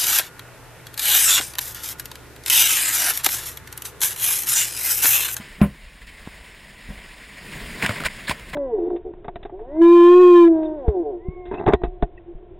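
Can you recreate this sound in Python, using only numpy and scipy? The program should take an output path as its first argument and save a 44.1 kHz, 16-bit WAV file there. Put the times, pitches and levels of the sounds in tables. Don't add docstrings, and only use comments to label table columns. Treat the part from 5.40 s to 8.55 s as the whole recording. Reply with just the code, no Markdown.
import sys
import numpy as np
from scipy import signal
from scipy.io import wavfile
from scipy.ndimage import uniform_filter1d

SR = 44100
rng = np.random.default_rng(int(sys.argv[2]) if len(sys.argv) > 2 else 0)


def transcribe(signal):
    frames = np.atleast_2d(signal).T
    limited = np.clip(frames, -1, 1)
    pcm = np.round(limited * 32767).astype(np.int16)
    wavfile.write(sys.argv[1], SR, pcm)


N = 138915

# frequency_hz, density_db (dB per Hz)
PORT_COLOUR = [(250, -51), (400, -15), (600, -4.5), (820, -10), (1000, -4), (1250, -10), (1600, -3.5),
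               (1950, 2), (2400, -2), (3000, -6.5), (4200, -12.5), (5300, -13.5), (6000, -29.5),
               (6800, -16), (8200, -18), (9500, -14.5), (10500, -21.5), (11300, -32), (12000, -56),
               (12900, -26), (14300, -21), (15400, -31), (16000, -15)]
# frequency_hz, density_db (dB per Hz)
SLOSH_COLOUR = [(60, -44.5), (100, -5), (200, -2), (300, -9.5), (450, -10), (800, -35.5)]


def surf():
    # time_s, hiss_db, rumble_db, slosh_db
    surf_levels = [(0.0, -41.5, -53, -48), (0.12, -43, -47, -51.5), (0.23, -48.5, -49, -43),
                   (0.38, -47.5, -47.5, -55.5), (0.46, -48, -45, -58), (0.63, -50, -52, -58.5),
                   (0.8, -44.5, -46, -54.5), (1.34, -46, -49.5, -53.5), (1.46, -44.5, -47, -52),
                   (1.86, -44, -51, -53.5), (2.01, -42.5, -52, -49.5), (2.15, -36.5, -46, -39),
                   (2.25, -37.5, -41, -39), (2.35, -35.5, -39, -40.5), (2.52, -32.5, -66, -38),
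                   (2.66, -41.5, -39, -49), (2.79, -38, -47, -45.5), (2.9, -41, -52, -44.5),
                   (3.15, -45, -43, -49)]
    # frequency_hz, density_db (dB per Hz)
    rumble_colour = [(12, -26.5), (25, 7), (50, 5.5), (75, -1), (100, -15), (140, -64)]
    time_s, hiss_db, rumble_db, slosh_db = np.transpose(surf_levels)
    t = np.arange(N) / SR

    foam = patchy(fizz(grain_db=-0.35, grain_s=.001), patch_db=1.24, flicker_db=0.85)
    hiss = colour(foam, lambda hz: read(PORT_COLOUR, hz))
    rumble = colour(fizz(grain_db=0.0, grain_s=.03), lambda hz: read(rumble_colour, hz))
    slosh = colour(fizz(grain_db=1.63, grain_s=0.016), lambda hz: read(SLOSH_COLOUR, hz))

    layers = ((hiss_db, hiss), (rumble_db, rumble), (slosh_db, slosh))
    return sum(gain_of(np.interp(t, time_s, db)) * layer for db, layer in layers)


def slaps():
    # start_s, rise_s, hold_s, fall_s (time to fall 20 dB),
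    # level_db, treble_db (per octave, 2.5 to 10 kHz), low_mid_db (per octave, 1800 down to 450 Hz), thud_db
    sheets = [(0.609, 0.0057, 0.012, 0.02, -47, 0, -4, -50), (0.666, .003, 0.021, 0.06, -46, 0.5, -16, -54),
              (1.483, 0.013, 0.036, 0.086, -50.5, 0, 6, -47.5),
              (1.576, 0.0083, 0.006, 0.024, -54, 0, 5, -54),
              (2.122, 0.0053, 0.0079, 0.017, -38.5, -1, -10, -61),
              (2.412, 0.018, 0.018, .007, -26.5, -0.5, 0, -28.5),
              (2.454, 0.0072, 0.0063, 0.024, -31, -9, 1.5, -35),
              (2.49, 0.0019, .004, 0.051, -30.5, -2.5, 8, -40),
              (2.554, .008, 0.024, 0.014, -36, -11, 2.5, -38.5),
              (2.599, 0.0016, 0.024, 0.019, -37.5, -2.5, 4, -33.5),
              (2.641, 0.02, 0.0068, 0.011, -20.5, 0.5, -0.5, -29.5),
              (2.873, 0.01, .011, .003, -30, 1.5, -1.5, -51),
              (2.901, 0.0031, 0.012, 0.021, -26, 1, 2.5, -37), (3.093, .004, .004, 0.016, -43, 2, 1, -55),
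              (3.129, 0.0034, 0.022, 0.0097, -32.5, -4, 6.5, -41)]
    drops = droplets(per_s=2500, low_hz=618, high_hz=12170, cycles=3.04, size_db=2.5)
    spray = fizz(grain_db=0.5, grain_s=0.0023) + gain_of(-6.5) * drops
    push = rng.standard_normal(N)
    out = np.zeros(N)
    pad = np.zeros(1500)

    for start_s, rise_s, hold_s, fall_s, level_db, treble_db, low_mid_db, thud_db in sheets:
        t = np.arange(0, rise_s + hold_s + 3 * fall_s, 1 / SR)
        decay = gain_of(-20 * np.maximum(t - rise_s - hold_s, 0) / fall_s)
        shape = np.minimum(t / rise_s, 1) * decay
        at = min(round(start_s * SR), N - len(t))

        def tilted_port(hz):
            treble = treble_db * np.log2(np.clip(hz / 2500, 1, 4))
            low_mid = low_mid_db * np.log2(np.clip(1800 / (hz + 1), 1, 4))
            return read(PORT_COLOUR, hz) + treble + low_mid

        burst = np.r_[shape * spray[at:at + len(t)], pad]
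        add(out, start_s, gain_of(level_db) * colour(burst, tilted_port))
        thud = np.r_[shape * push[at:at + len(t)], pad, pad]
        add(out, start_s, gain_of(thud_db) * colour(thud, lambda hz: read(SLOSH_COLOUR, hz)))
    return out


def cracks():
    # (against tick, before a common -8 dB)
    snaps = [(0.2148, -14.5, 2410, 0.0065, 7), (0.672, -39, 2010, .004, 4), (.8733, -30, 930, 0.0035, 14),
             (2.1282, -31, 3900, 0.0033, -7), (2.4246, -13, 2330, 0.0093, 13),
             (2.4494, -14, 1570, 0.0066, 7), (2.455, -13.5, 1590, 0.0058, 22),
             (2.462, -6.5, 2990, 0.0054, -2.5), (2.465, -22, 1500, .0032, 6),
             (2.4928, -11, 1580, 0.0062, 4.5), (2.5096, -17, 1210, 0.0035, 10),
             (2.6038, -18.5, 1380, 0.0055, 6), (2.637, -18, 1230, 0.0049, 4),
             (2.6847, -20, 2000, 0.0038, 22), (2.8717, -29, 4020, 0.028, 15), (2.88, -22, 1696, 0.012, 23),
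             (2.8952, -6, 2500, 0.0099, -7.5), (2.9117, -14.5, 978, 0.009, 8.5),
             (2.9966, -28, 3000, .0022, -7), (3.0912, -29, 2240, .0042, 7), (3.1356, -23, 1480, .0042, 6),
             (3.1452, -22, 1190, .0032, 3)]
    out = np.zeros(N)
    noise = rng.standard_normal((len(snaps), 2, 1400))
    t = np.arange(1400) / SR
    for (time_s, peak_db, pitch_hz, length_s, ring_db), (tick_noise, pitch_noise) in zip(snaps, noise):
        shape = np.minimum(t / 0.0004, 1) * gain_of(-17 * t / length_s)
        wobble = 1 + 0.082 * evened(uniform_filter1d(pitch_noise, 30))
        ring = shape * np.sin(2 * np.pi * np.cumsum(pitch_hz * wobble) / SR)
        tick = colour(tick_noise * shape, lambda hz: 0.92 * read(PORT_COLOUR, hz))
        snap = .5 * tick + gain_of(ring_db - 8) * ring
        add(out, time_s, gain_of(peak_db) * snap / abs(snap).max())
    return out


def bumps():
    # time_s, strength_db, contact_s (half the time for the push to peak), damping (factor), grit_db
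    blows = [(.0, -30.5, 0.00044, 2.4, -39), (0.2154, -2.5, 0.00043, 0.93, -47.5),
             (.8741, -28.5, 0.00023, 6.6, -55), (1.4881, -37, 0.00048, 0.91, -43),
             (1.5029, -31, 0.0006, 1.1, -52), (2.438, -19.5, 0.00055, 1.2, -50.5),
             (2.4946, -20.5, 0.00048, 4.5, -52), (2.8957, -20, 0.00037, 9.9, -50)]
    # frequency_hz, level_db, t60_s (at damping 1)
    pole_modes = [(66.6, -9, 0.16), (132, -16.5, 0.21), (158.4, -3, 0.13), (201, 5, 0.12),
                  (249, -19.5, 0.21), (288, -13, 0.125), (345, -13, 0.048), (570, -7, 0.096),
                  (660, -35, 0.066), (1037, -15.5, .08), (1475, -39, .045), (1863, -18, 0.086),
                  (2765, -25, .035)]
    # frequency_hz, width_hz (of each of two passes), level_db (over the grit)
    loose_parts = [(10550, 2500, 9.5), (14300, 790, 4)]
    rattle_hold_s, rattle_t60_s = 0.023, 0.087
    swell_db_per_s, grit_lead_s = 1400, 0.019
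    scrape_band = signal.butter(4, (432, 2870), "band", fs=SR, output="sos")

    out = np.zeros(N)
    t = np.arange(0, .3, 1 / SR)
    noise = rng.standard_normal((len(blows), 2, len(t)))
    lead = round(grit_lead_s * SR)
    after = t - lead / SR
    for (time_s, strength_db, contact_s, damping, grit_db), (buzz_noise, grit_noise) in zip(blows, noise):
        modes = sum(gain_of(level_db - 60 * t * damping / t60_s) * np.cos(2 * np.pi * hz * t)
                    for hz, level_db, t60_s in pole_modes)
        swell_db = np.minimum(swell_db_per_s * after, 0)
        decay_db = 60 * np.maximum(after * damping - rattle_hold_s, 0) / rattle_t60_s
        shake = gain_of(swell_db - decay_db)

        u = np.clip(after / contact_s, 0, 30)
        push = u * u * np.exp(-u)
        grit = signal.sosfilt(scrape_band, grit_noise * np.abs(grit_noise) * shake)
        force = gain_of(grit_db) * grit - push / push.sum()
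        ring = signal.fftconvolve(modes, force)[:len(t)]

        parts = sum(gain_of(level_db + grit_db) * evened(resonate(resonate(buzz_noise, hz, width), hz, width))
                    for hz, width, level_db in loose_parts)
        buzz = shake * (after > 0) * parts
        early = min(lead, round(time_s * SR))
        add(out, time_s - early / SR, gain_of(strength_db) * (ring + buzz)[lead - early:])
    return out


def heaves():
    # time_s, level_db (start of the decay), pitch_hz, t60_s
    shoves = [(0.611, -35, 50.8, 0.28), (1.488, -27.5, 43, .25), (1.572, -32, 50, .15), (2.15, -35, 45, .2),
              (2.219, -32, 40, .25), (2.498, -14, 106, 0.073), (2.654, -30.5, 70, 0.13),
              (2.893, -23, 65, 0.13), (3.116, -34, 45, .2)]
    rise_s = 0.0064
    out = np.zeros(N)
    t = np.arange(0, .3, 1 / SR)
    for time_s, level_db, pitch_hz, t60_s in shoves:
        shape = gain_of(level_db - 60 * t / t60_s) * np.minimum(t / rise_s, 1)
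        add(out, time_s, shape * np.sin(2 * np.pi * pitch_hz * t))
    return out


def droplets(per_s, low_hz, high_hz, cycles, size_db):
    pick, out = rng.random((N, 2)).T, np.zeros(N)
    struck = pick[0] < per_s / SR
    size = gain_of(size_db * np.minimum(rng.exponential(1, N), 4)) * struck
    for k, hz in enumerate(np.geomspace(low_hz, high_hz, 24)):
        u = np.arange(0, 3 * cycles, hz / SR)
        grain = np.sin(2 * np.pi * u * (1 + 0.018 * u)) * np.minimum(u, 1) * np.exp(-u / cycles)
        hits = size * (np.floor(pick[1] * 24) == k)
        out += signal.oaconvolve(hits, grain / np.linalg.norm(grain))[:N]
    return evened(out)


def fizz(grain_db, grain_s):
    shortest_s = .0003
    steps = rng.exponential(1, int(N / SR / shortest_s) + 2)
    position = np.arange(N) / SR / max(grain_s, shortest_s)
    level_db = np.interp(position, np.arange(len(steps)), grain_db * steps)
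    return evened(gain_of(level_db) * rng.standard_normal(N))


def patchy(x, patch_db, flicker_db):
    hz, t, z = signal.stft(x, SR, nperseg=512)
    patches = rng.standard_normal(z.T.shape).T
    patches = uniform_filter1d(uniform_filter1d(patches, 8, 0), 8, 1)
    flicker = uniform_filter1d(rng.standard_normal(len(t)), 3)
    gain = gain_of(patch_db * evened(patches) + flicker_db * evened(flicker))
    return evened(signal.istft(z * gain, SR, nperseg=512)[1][:N])


def colour(x, db_of_hz):
    hz = abs(np.fft.fftfreq(8192, 1 / SR))
    log_gain = np.log(gain_of(np.maximum(db_of_hz(hz), -90)))
    taps = np.fft.ifft(np.exp(np.conj(signal.hilbert(log_gain)))).real[:4096]
    return signal.oaconvolve(x, taps / np.linalg.norm(taps))[:len(x)]


def resonate(x, hz, width_hz):
    return signal.lfilter(*signal.iirpeak(min(hz, .45 * SR), hz / width_hz, SR), x)


def gain_of(db):
    return 10 ** (np.asarray(db) / 20)


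def evened(x):
    return x / np.sqrt(np.mean(x ** 2) + 1e-20)


def read(points, hz):
    f, value = np.transpose(points)
    return np.interp(np.log(hz + 1), np.log(f + 1), value)


def add(mix, start_s, sound):
    part = mix[round(start_s * SR):][:len(sound)]
    part += sound[:len(part)]


def scene():
    side_db, tilt_db_per_octave = -43.5, 3
    mid = surf() + slaps() + cracks() + bumps() + heaves()
    hz, t, z = signal.stft(mid, SR, nperseg=512)
    turn = np.exp(2j * np.pi * rng.random(z.T.shape).T)
    gain = gain_of(side_db + tilt_db_per_octave * np.log2((hz[:, None] + 20) / 4000))
    side = signal.istft(z * turn * gain, SR, nperseg=512)[1][:N]
    return np.array([mid + side, mid - side])


def record(dry):
    ceiling, edge_hz = .9, 15900
    soft = ceiling * np.tanh(dry / ceiling)
    low_pass = signal.firwin(511, edge_hz, window=("kaiser", 9), fs=SR)
    return signal.oaconvolve(soft, low_pass[None], "same")


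dry = scene()
out = record(dry)
transcribe(out)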